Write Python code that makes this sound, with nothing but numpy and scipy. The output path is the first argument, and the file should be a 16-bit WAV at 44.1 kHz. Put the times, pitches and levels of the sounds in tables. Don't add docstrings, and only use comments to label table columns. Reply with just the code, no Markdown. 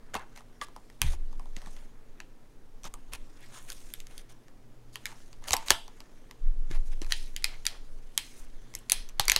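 import sys
import numpy as np
from scipy import signal
from scipy.fft import rfft, irfft, next_fast_len
from scipy.io import wavfile
from scipy.ndimage import uniform_filter1d

SR = 44100
rng = np.random.default_rng(int(sys.argv[2]) if len(sys.argv) > 2 else 0)


def generate_wav(sig):
    pcm = np.round(np.clip(np.atleast_2d(sig).T, -1, 1) * 32767).astype(np.int16)
    wavfile.write(sys.argv[1], SR, pcm)


def makeup_ratio(level_db):
    decades = np.asarray(level_db, float) / 20
    return 10 ** decades


N = 414099

# [frequency_hz, level_db]
HISS_COLOUR = [(30, -4), (60, -2), (150, -3.5), (182, -6), (249, -1.5), (321, -4.5), (448, -7.5),
               (716, -13.5), (2500, -26.5), (9080, -32), (16000, -36)]
# [frequency_hz, width_hz, rms_db]
HUM = [(119.6, 3.6, -67), (238, 6, -72.5), (445, 14, -75)]

# [delay_s, level_db]
ECHOES = [
    (.008, -18.5),
    (0.014, -23.5),
    (0.0189, -25.5),
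]
# [frequency_hz, t60_s]
ROOM_DECAY = [(300, 0.31), (1000, 0.27), (3000, 0.34), (7000, 0.33), (14000, 0.23)]
# [frequency_hz, level_db]
ROOM_COLOUR = [(300, 4), (1000, 4), (1450, 3), (1950, 3.5), (2600, 2.5), (3300, -0.5), (4200, -1.5),
               (5200, -5), (7000, -3), (14000, -4.5)]

# [frequency_hz, width_hz, level_db]
SWAY_MODES = [(8.4, 4.7, 6.5), (13.704, 10, 9), (23.4, 5.8, -4.5), (32.3, 18, -18)]
# [frequency_hz, t60_s, level_db]
STAND_MODES = [(2.19, 2, -15.5), (9.53, 2.2, -16), (16.225, 2.98, 0.5), (23.02, 1.07, -1), (27, 1.5, -10.5),
               (33.2, .8, -18)]
# [middle_s, level_db]
NUDGES = [(0.152, -21), (1.7, -56), (2.892, -40.5), (3.15, -38), (3.8, -42.5), (4.101, -40), (5.351, -39),
          (5.7, -37.5), (7.5, -43), (7.9, -35), (8.5, -34.5), (9.051, -36.5), (9.27, -37.5)]
# [start_s, level_db]
JOLTS = [(1.016, -23), (1.198, -44), (6.401, -18), (6.709, -24), (8.93, -37.5), (9.2, -30.5)]
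# [start_s, peak_db, pitch_hz, t60_s]
BUMPS = [(.15, -44, 69.4, 0.18), (1.018, -26, 48, .12), (1.018, -31, 95, 0.072), (1.018, -41.5, 235, 0.13),
         (1.047, -24.5, 64.5, 0.41), (1.04, -30.5, 131, 0.21), (1.14, -44.5, 330, .05),
         (1.57, -29.5, 198, 0.014), (1.67, -40, 172, 0.048), (2.851, -43, 154.2, 0.05),
         (3.139, -41, 62.5, 0.11), (5.51, -30, 62.7, 0.13), (5.51, -48, 150, 0.09),
         (5.708, -33.5, 72, 0.13), (5.708, -50.5, 139.5, 0.29), (6.44, -47, 60, .8), (7.03, -36, 42, 0.27),
         (9.0, -54, 270, .06), (6.701, -38, 132.3, 0.16), (6.71, -30, 330, 0.029),
         (7.017, -27.5, 325, 0.029), (8.749, -44, 90, 0.11), (9.198, -25.5, 112, 0.036),
         (9.3, -45, 61, 0.37), (9.36, -44, 119, .15)]

# [low_hz, high_hz]
RUB_ZONES = [(480, 1500), (1500, 7000), (7000, 16500)]
# [frequency_hz, level_db]
RUB_COLOUR = [(400, -0.5), (1000, -3.5), (1400, -2.5), (1850, 1.5), (2500, 2.5), (3300, 4), (5000, 1),
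              (6500, 2), (7700, -4), (9300, -1), (12000, -9), (16000, -13.5)]
# [start_s, pressure_db, edge_db]
GRIP = [(0, -78, -8), (.8, -75.5, -3.5), (1.4, -75, -2.5), (1.998, -79, -7.5), (2.7, -81.5, -5),
        (3.3, -73, -4.5), (4.05, -74, -3.5), (4.55, -80.5, -6), (5.402, -77.5, -3), (6.001, -73, -3.5),
        (6.5, -77.5, -6), (7, -70, 0), (7.601, -71, -1.5), (8.1, -73.5, -2.5), (8.7, -71, -3),
        (9.13, -77.5, -6.5), (9.39, -89, 8)]
# [middle_s, length_s, level_db, edge_db]
STROKES = [(1.714, 0.46, -69.5, 0.5), (3.56, 0.4, -75, -5.5), (3.767, 0.74, -72, 9),
           (5.133, 0.59, -69.5, -2), (5.49, 0.16, -59.5, -5), (5.62, 0.19, -65, -5.5),
           (5.711, 0.19, -62, -5), (6.888, 0.16, -82.5, 2), (7.19, 0.34, -64.5, 4.5),
           (7.529, 0.186, -89, -16), (7.73, 0.15, -81.5, -15.5), (6.75, 0.15, -76, -10.5),
           (3.573, .12, -75, -7.5), (1.65, 0.18, -83, -14.5), (8.282, 0.37, -70.5, 8.5),
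           (8.97, 0.11, -82, -13.5), (9.277, 0.28, -62, -7), (9.347, 0.14, -56, -5.5)]
# [start_s, length_s, level_db, edge_db]
SCUFFS = [(0.138, 0.039, -48.5, -7.5), (0.154, 0.099, -72, -12), (0.353, 0.062, -65.5, -3.5),
          (.613, 0.045, -53.5, -2), (1.009, 0.16, -54.5, -1), (1.562, 0.035, -66.5, -8),
          (2.841, 0.049, -54.5, -2.5), (3.121, 0.047, -53, -1), (3.413, 0.065, -71.5, 0),
          (3.533, 0.066, -66, 4), (3.678, .065, -60, 0.5), (4.093, 0.097, -67.5, -0.5),
          (4.183, 0.044, -65.5, 2), (4.293, 0.044, -65, 0), (4.928, 0.043, -69, 3), (5.054, 0.087, -68, -1),
          (5.474, .036, -52.5, 2.6), (5.524, 0.022, -44, 5.5), (5.661, 0.05, -53, 0.5),
          (6.7, .08, -59, -4.5), (6.857, 0.041, -81, 5), (6.92, 0.023, -63.5, -4),
          (7.02, 0.0244, -57.5, -4.5), (7.096, 0.031, -57.5, -2.5), (8.358, 0.11, -79, 15.5)]
# [card_db, shell_db, rim_db]
ZONE_DB = (-4, 0.03, -1)
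EDGE_SHARE = (-1.61, 0.038, 1.1)
# [middle_s, length_s, level_db, pitch_hz]
CREAKS = [(7.255, .12, -62, 4100), (7.24, .1, -66, 7000), (5.163, .03, -62, 5500), (5.112, .04, -60, 2400),
          (5.13, .14, -60, 900), (8.98, .12, -54, 3300), (5.74, .08, -50, 5600), (3.71, .05, -56, 1800),
          (3.44, .09, -61, 1950), (7.46, .05, -50, 4600), (5.74, .1, -47, 1400), (3.57, .07, -60, 1300),
          (4.972, .03, -58, 3300), (9.211, .026, -40, 3900), (9.211, .024, -43, 5900),
          (7.52, .17, -57, 2250), (7.5, .14, -60, 700), (7.72, .12, -60, 700), (8.775, .07, -60, 2800)]

# [start_s, peak_db, pitch_hz, t60_s]
RINGS = [(.153, -43, 1073, .2), (.153, -56, 775, .11), (.153, -50, 1390, .11), (.153, -42, 2700, .13),
         (.153, -52, 2050, .1), (.615, -31.5, 1170, .09), (.615, -45, 1990, .12), (.615, -44, 1670, .15),
         (1.017, -29, 1530, .035), (1.396, -56, 1080, .13), (2.203, -57, 1750, .05),
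         (2.941, -52, 1162, .09), (3.56, -55, 1032, .25), (3.94, -56, 3630, .12), (5.057, -39, 2340, .08),
         (5.486, -44.5, 920, .08), (5.539, -35, 893, .26), (5.539, -42.5, 1076, .2), (5.539, -46, 678, .2),
         (5.706, -31, 690, .04), (5.712, -39, 679, .23), (5.712, -41, 892, .25), (5.712, -47, 1360, .2),
         (5.712, -40, 1748, .2), (5.73, -52, 3370, .3), (7.13, -56, 920, .2), (7.445, -52.5, 2150, 0.47),
         (7.445, -53, 2450, 0.18), (7.13, -50, 4050, .3), (7.13, -50, 1920, .25), (7.45, -50, 5100, .2),
         (8.925, -50.5, 740, .12), (8.925, -45, 2470, .25), (8.925, -45, 4000, .22),
         (8.925, -47, 3348, .35), (9.197, -24, 804, .04), (9.362, -38, 645, .05), (5.7068, -17, 850, .02),
         (5.7055, -22, 1600, .015), (8.92, -41, 6300, .03), (6.71, -48.5, 1680, .08)]
# [frequency_hz, width_hz, level_db]
SHIVER_MODES = [(1900, 340, -4.5), (2450, 610, -4), (3270, 650, -1), (4150, 620, 2.5), (5100, 1200, -0.5),
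                (6160, 1000, -6)]

# [rise_s, t60_s]
ZONE_TIMES = [
    (.003, .045),
    (.0008, .015),
    (.0003, .008),
    (.0002, .006),
]
# [low_hz, high_hz]
CRACK_ZONES = [(230, 560), (680, 1200), (1650, 7000), (7000, 12500)]
# [start_s, level_db, main_ring_hz, card_thud_db, rim_fizz_db]
CUT_CRACKS = [(0.1421, -36.5, 1620, -6, -7), (0.152, -36.5, 1035, 9, -6.5), (.614, -36, 1260, -5.5, -27),
              (1.0167, -21.5, 2450, -13, -2.5), (1.5655, -42.5, 2000, -26, -11),
              (2.2023, -41.5, 2630, -10.5, -13), (2.842, -47.5, 1060, -3, -9), (2.9394, -44.5, 1090, 0, -2),
              (3.1347, -39, 5500, -6, -0.5), (3.7017, -39.5, 4750, -23, -5), (3.72, -43.5, 3450, -20, -1),
              (3.9376, -38, 3530, -46, -2.5), (4.0025, -46, 3600, -35, -3), (4.1792, -44, 3500, -32, -1),
              (4.9566, -37.5, 1880, -9.5, -5.5), (5.056, -31.5, 2180, -27, -7),
              (5.4839, -35.5, 978, -4.5, -7.5), (5.5073, -27, 954, -8.5, -7.5),
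              (5.5194, -35.5, 3745, -13, -3.5), (5.5324, -19.5, 6590, -7.5, -11.5),
              (5.5384, -24, 927, -1, -8), (5.5663, -31, 7730, -14.5, -3),
              (5.6838, -30.5, 3850, -17.5, -15.5), (5.705, -14, 3450, -7.5, -4.5)]
# [start_s, level_db, main_ring_hz, card_thud_db, rim_fizz_db]
PRY_CRACKS = [(6.7124, -41.5, 2130, -22, -14.5), (7.017, -41, 4100, -13.5, -10.5),
              (7.1083, -40.5, 1850, -26, -10), (7.122, -21, 3160, -31, -10.5),
              (7.3636, -32, 3180, -38, -6.5), (7.443, -22, 4760, -25, -5), (7.6534, -36.5, 2800, -18, -3),
              (7.666, -22.5, 5730, -58, -4.5), (8.177, -21.5, 3260, -20, -3),
              (8.7512, -40.5, 2090, -30.5, 5.5), (8.8977, -25.5, 7200, -40, -4.5),
              (8.9195, -19.5, 4260, -20.5, 0), (9.1965, -20, 4330, -12, -4.5),
              (9.2052, -32, 3700, -14, -21.5), (9.254, -46, 6740, -20, 0.5), (9.2814, -22, 2320, -13, -2.5),
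              (9.2976, -17.5, 2300, -25, -6.5), (9.3182, -17.5, 6320, -19.5, -5.5),
              (9.362, -17, 4170, -17.5, -9)]
# [pitch_hz, level_db, pitch_hz, level_db]
PATCHES = [(2780, -7, 6790, 1), (2000, 3, 2560, -7), (1850, 1.5, 3500, 1.5), (3180, -2.5, 5920, -4),
           (3630, -4, 6600, -4.5), (1710, 0, 3800, -9), (6100, 6, 2200, 0), (6500, 2, 8950, 2),
           (2570, 0.5, 9600, -3), (6400, -3, 1500, -4.5), (6430, 0, 4800, -1), (11720, 2, 8500, -2),
           (6400, 1.5, 2700, -5), (4550, 0, 6250, 1.5), (3166, 0, 4420, -1), (1890, -1, 4000, -6),
           (6320, -1, 4800, 0), (6210, -1.5, 4360, -4), (5570, -4.5, 7170, -4.5), (7820, -0.5, 5900, -5.5),
           (2010, -0.5, 13000, -3), (5600, 2.5, 4500, -3), (3110, -2, 8800, -9), (6400, 0, 1690, 0),
           (1650, -9, 3700, -14), (5940, 2, 2160, -10.5), (2940, -1, 4210, -2.5), (3970, 1, 1950, -2.5),
           (6530, -5, 4770, -1.5), (4150, -2, 2480, -3), (1940, 1, 3800, -1), (4750, 0, 7120, 0.5),
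           (8420, -5.5, 6600, -5.5), (5500, 7, 6400, 9), (9700, 0, 4470, -5.5), (10100, 5.5, 6200, 2.5),
           (3600, 1, 6060, -0.5), (5230, -7, 2340, -26), (6900, 4, 9500, 3), (5770, 2.5, 4630, 3),
           (7140, 0, 5900, 0.5), (6600, -5, 2030, -3), (1920, -11, 6400, -4)]
# [start_s, level_db, pitch_hz]
CARD_TICKS = [(.1751, -49, 846), (.1865, -58, 1090), (.194, -50, 1180), (.2183, -57, 1140),
              (.4066, -55.5, 1250), (.6845, -55, 1040), (.7628, -46, 1050), (1.1329, -51, 1040),
              (1.3279, -55.5, 870), (1.3953, -48.5, 1080), (1.457, -55.5, 790), (1.6235, -58.5, 760),
              (1.6713, -51, 1140), (2.853, -44.5, 1054), (5.423, -58.5, 960), (5.5454, -39.5, 930),
              (5.8796, -54, 734)]
# [start_s, level_db, pitch_hz]
EDGE_TICKS = [(.3615, -50, 6840), (.375, -47, 1300), (.4183, -67, 830), (.6686, -60, 1830), (.9, -54, 1900),
              (1.6174, -51.5, 1930), (1.6607, -49, 1840), (1.7654, -53, 2000), (3.1503, -47, 2500),
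              (4.4823, -57.5, 1765), (5.1161, -56, 1780), (5.3293, -50.5, 4540), (5.4404, -48.5, 6870),
              (5.8794, -50, 5800), (6.0041, -45.5, 4760), (6.3108, -45.5, 1990), (6.7036, -65, 1800),
              (7.046, -48, 2530), (7.065, -50, 1700), (8.7391, -46, 2086)]
# [start_s, level_db, pitch_hz]
RIM_TICKS = [(2.834, -49, 6100),              (3.728, -54, 3450), (3.89, -58, 11100), (3.903, -54, 9340),
             (4.069, -48.5, 6500), (5.481, -41.5, 3390), (7.424, -49, 2036), (9.0892, -48, 6100),
             (9.0945, -50, 5960), (9.2105, -41, 4400), (9.2145, -40, 3800), (5.698, -38, 5400),
             (8.9105, -39, 3640),
             (5.7043, -21, 5000), (5.7056, -17, 4600), (5.7132, -30, 5500), (5.719, -30, 2900),
               (5.0655, -41, 2300), (5.066, -46, 3900), (3.7015, -45, 1700)]
# [start_s, level_db, pitch_hz]
THIN_TICKS = [(3.407, -62, 9000), (3.6265, -58, 10500), (3.587, -55, 9100), (3.486, -67, 9000),
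              (3.7285, -47, 8800), (8.7889, -52, 7400), (4.94, -60, 7000), (8.928, -37, 7100),
              (8.928, -39, 9700), (3.766, -60, 7000)]
# [thud_db, fizz_db, shell_db]
CARD_TICK_DB = (1.5, -11, -4)
EDGE_TICK_DB = (-8, -10.5, 0)
RIM_TICK_DB = (-21.5, -7, 0)
THIN_TICK_DB = (-30, 0, -14)

# [frequency_hz, level_db]
SIDE_COLOUR = [(300, 1), (1200, -4), (2500, 5), (8000, -3.5), (12000, 5)]

CRACK_FILTERS = [signal.butter(4 if 600 < lo < 2000 else 2, [lo, hi], "band", fs=SR, output="sos")
                 for lo, hi in CRACK_ZONES]


def evened(x):
    return x / np.sqrt(np.mean(x ** 2) + 1e-20)


def read(points, hz):
    f, value = np.transpose(points)
    return np.interp(np.log(hz + 1), np.log(f + 1), value)


def add(mix, s, sound):
    part = mix[round(s * SR):][:len(sound)]
    part += sound[:len(part)]


def coloured(x, points, lo_hz=0, hi_hz=SR):
    size = next_fast_len(len(x))
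    hz = np.fft.rfftfreq(size, 1 / SR) + 1e-3
    edges = 1 / np.sqrt((1 + (lo_hz / hz) ** 8) * (1 + (hz / hi_hz) ** 8))
    return irfft(rfft(x, size) * makeup_ratio(read(points, hz)) * edges, size)[:len(x)]


def fluctuation(count, depth_db, width):
    return makeup_ratio(depth_db * evened(uniform_filter1d(rng.standard_normal(count), width)))


def fuzzy_tone(hz, width):
    r = np.exp(-np.pi * width * 16 / SR)
    slow = rng.standard_normal(N // 8) + 1j * rng.standard_normal(N // 8)
    for _ in range(2):
        slow = signal.lfilter([1], [1, -r], slow)
    slow = slow[-(N // 16 + 2):]
    slow = np.interp(np.arange(N) / 16, np.arange(len(slow)), slow)
    return evened((slow * np.exp(2j * np.pi * hz * np.arange(N) / SR)).real)


def struck(rows, rise, detune=0):
    out, t = np.zeros(N), np.arange(SR // 2) / SR
    bent = t + np.cumsum(detune * np.ones(len(t))) / SR
    for s, db, hz, t60 in rows:
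        ring = makeup_ratio(db - 60 * t / t60) * np.sin(2 * np.pi * hz * bent)
        add(out, s, ring * np.minimum(t / rise, 1))
    return out


def floor():
    hiss = makeup_ratio(-60.5) * evened(coloured(rng.standard_normal(N), HISS_COLOUR))
    t = np.arange(N) / SR
    hum = np.zeros(N)
    for hz, width, db in HUM:
        steady = np.sin(2 * np.pi * hz * t)
        hum += makeup_ratio(db) * evened(0.54 * fuzzy_tone(hz, width) + steady)
    return hiss + hum


def room(near, spread):
    taps = np.zeros(SR // 2)
    at = np.arange(330, len(taps) - 12, 12)
    taps[at + rng.integers(0, 12, len(at))] = rng.choice([-1., 1.], len(at))
    taps[100:330:12] = makeup_ratio(-12) * rng.choice([-1., 1.], 20)
    hz, t, z = signal.stft(taps, SR, nperseg=128)
    decay_db = -60 * t / read(ROOM_DECAY, hz)[:, None] + 20 * np.exp(-t / 0.0084)
    tail = signal.istft(z * makeup_ratio(decay_db), SR, nperseg=128)[1]
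    wet = signal.fftconvolve(spread, makeup_ratio(-11.5) * tail / np.linalg.norm(tail))[:N]
    for s, db in ECHOES:
        add(wet, s, makeup_ratio(db) * near)
    return coloured(wet, ROOM_COLOUR)


def desk():
    sway_db, nudge_s, jolt_rise_s = -43, 0.43, 0.021
    sway = evened(sum(makeup_ratio(db) * fuzzy_tone(hz, width) for hz, width, db in SWAY_MODES))
    sway = sway / np.sqrt(uniform_filter1d(sway ** 2, 9000) + 1.3)
    lean = np.full(N, makeup_ratio(sway_db))
    for s, db in NUDGES:
        add(lean, s - nudge_s / 2, makeup_ratio(db) * np.hanning(round(nudge_s * SR)))
    t = np.arange(3 * SR) / SR
    swing = [makeup_ratio(db - 60 * t / t60) * np.sin(2 * np.pi * hz * t) for hz, t60, db in STAND_MODES]
    ring = sum(swing[1::2]) - sum(swing[::2])
    ring = ring * (1 - np.exp(-(t / jolt_rise_s) ** 2))
    jolted = np.zeros(N)
    for s, db in JOLTS:
        add(jolted, s, makeup_ratio(db) * ring)
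    return lean * sway + jolted + struck(BUMPS, 0.0017)


def hand_pressure():
    s, db, edge = np.transpose(GRIP)
    t = np.arange(N) / SR
    pressure = makeup_ratio(np.interp(t, s, db) + np.outer(EDGE_SHARE, np.interp(t, s, edge)))
    moves = []
    for s, length, db, edge in STROKES:
        moves.append((s - length / 2, np.hanning(round(length * SR)), db, edge))
    for s, length, db, edge in SCUFFS:
        scuff = signal.windows.tukey(round((length + 0.0013) * SR), .45)
        scuff = scuff * makeup_ratio(np.linspace(-.5, .5, len(scuff)) * -3.5)
        moves.append((s - .004, scuff, db, edge))
    for s, move, db, edge in moves:
        for zone, share in zip(pressure, EDGE_SHARE):
            add(zone, s, makeup_ratio(db + share * edge) * move)
    return pressure * makeup_ratio(ZONE_DB)[:, None]


def rubbing():
    pressure = hand_pressure()
    grains = makeup_ratio(4.5 * np.minimum(rng.exponential(1, N), 3))
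    grains = grains * (rng.random(N) < 500 / SR)
    slips = evened(signal.lfilter([1], [1, -.97], grains))
    drive = rng.standard_normal(N) * (1 + .3 * slips)
    _, _, z = signal.stft(drive, nperseg=256)
    patches = uniform_filter1d(uniform_filter1d(rng.standard_normal(z.shape), 5, 0), 22, 1)
    drive = signal.istft(z * makeup_ratio(2.2 * evened(patches)), nperseg=256)[1][:N]
    clumps = [fluctuation(N, 2, 450) for _ in RUB_ZONES]
    zones = [evened(coloured(drive, RUB_COLOUR, lo, hi)) for lo, hi in RUB_ZONES]
    return (clumps * pressure * zones).sum(0)


def creaks():
    out = np.zeros(N)
    for s, length, db, hz in CREAKS:
        noise = rng.standard_normal(SR // 4)
        patch = evened(signal.lfilter(*signal.iirpeak(hz, 6, SR), noise))
        patch = patch * fluctuation(SR // 4, 3, 200)
        swell = np.hanning(round(length * SR))
        add(out, s - length / 2, makeup_ratio(db) * swell * patch[:len(swell)])
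    return out


def free_rings():
    flutter = fluctuation(N, 3, 250)
    detune = .016 * evened(np.log(flutter[:SR // 2]))
    return flutter * struck(RINGS, 0.0014, detune)


def shiver():
    level_db, scatter_db, t60_s = -33, 3, 0.39
    force, t = np.zeros((len(SHIVER_MODES), N)), np.arange(SR // 2) / SR
    for s, db, *_ in PRY_CRACKS:
        favour = rng.standard_normal(len(SHIVER_MODES))
        for mode, share in zip(force, favour):
            add(mode, s + .004, makeup_ratio(db + level_db + scatter_db * share - 60 * t / t60_s))
    grit = fluctuation(N, 1.5, 130)
    modes = [makeup_ratio(db) * fuzzy_tone(hz, width) for hz, width, db in SHIVER_MODES]
    return grit * sum(push * mode for push, mode in zip(force, modes))


def snap(db, ring_hz, thud_db, fizz_db, shell_db, chance, patches=(), damping=1):
    push_db, dense_db, patch_db = -16.5, -2, -4
    t = np.arange(len(chance)) / SR
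    out = np.zeros(len(t))
    zone_levels = (thud_db + push_db, thud_db, dense_db + shell_db, fizz_db)
    for band, zone_db, (rise, t60) in zip(CRACK_FILTERS, zone_levels, ZONE_TIMES):
        zone = signal.sosfilt(band, chance)
        zone = zone * (1 - np.exp(-t / rise)) * makeup_ratio(-60 * t / t60)
        out += makeup_ratio(zone_db) * zone / np.sqrt(np.mean(zone[:180] ** 2))
    main_db = read([(1300, thud_db), (1600, 0), (6700, 0), (7300, fizz_db)], ring_hz)
    for hz, ring_db in [(ring_hz, main_db), *np.reshape(patches, (-1, 2))]:
        phase = np.pi / 2 - 16 * np.pi * hz / SR if damping > 1 else 0
        ring = np.sin(2 * np.pi * hz * t + phase) * (1 - np.exp(-t / .0004))
        ring = ring * makeup_ratio(-60 * damping * t / (.0045 + 14 / hz))
        out += makeup_ratio(ring_db + patch_db) / damping ** .5 * ring / np.sqrt(np.mean(ring[:180] ** 2))
    return makeup_ratio(db - 0.5) * out


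def snaps():
    near, spread = np.zeros((2, N))
    rows = [(*row, 0) for row in CUT_CRACKS + PRY_CRACKS]
    kinds = ((CARD_TICKS, CARD_TICK_DB), (EDGE_TICKS, EDGE_TICK_DB),
             (RIM_TICKS, RIM_TICK_DB), (THIN_TICKS, THIN_TICK_DB))
    for ticks, zones_db in kinds:
        rows += [(*tick, *zones_db) for tick in ticks]
    chance = rng.standard_normal((120, 1300))
    click = signal.unit_impulse(1300, 8)
    for row, luck, patches in zip(rows, chance, PATCHES + [()] * len(rows)):
        add(near, row[0], snap(*row[1:], luck, patches))
        add(spread, row[0], snap(*row[1:], click, patches, damping=2.5))
    return near, spread


def scene():
    near, spread = snaps()
    rub = rubbing() + free_rings() + shiver() + creaks()
    pack = near + room(near, spread + 0.41 * rub) + rub + floor()
    quadrature = signal.hilbert(pack, next_fast_len(N)).imag[:N]
    trace = makeup_ratio(-35) * coloured(quadrature, SIDE_COLOUR)
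    return pack + desk() + np.array([trace, -trace])


def roll_off(x):
    return signal.sosfilt(signal.butter(12, 16850, fs=SR, output="sos"), x)


def record(dry):
    edge_hz, opens_db = 15850, -57
    full = signal.oaconvolve(np.clip(dry, -1, 1), signal.firwin(255, 16800, fs=SR)[None], "same")
    low_pass = signal.firwin(1023, edge_hz, window=("kaiser", 8), fs=SR)
    low = signal.oaconvolve(full, low_pass[None], "same")
    top = full - low
    loud = uniform_filter1d((top ** 2).mean(0), 256) > makeup_ratio(2 * opens_db)
    gate = uniform_filter1d(loud * 1., 256)
    return roll_off(low + gate * top)


dry = scene()
out = record(dry)
generate_wav(out)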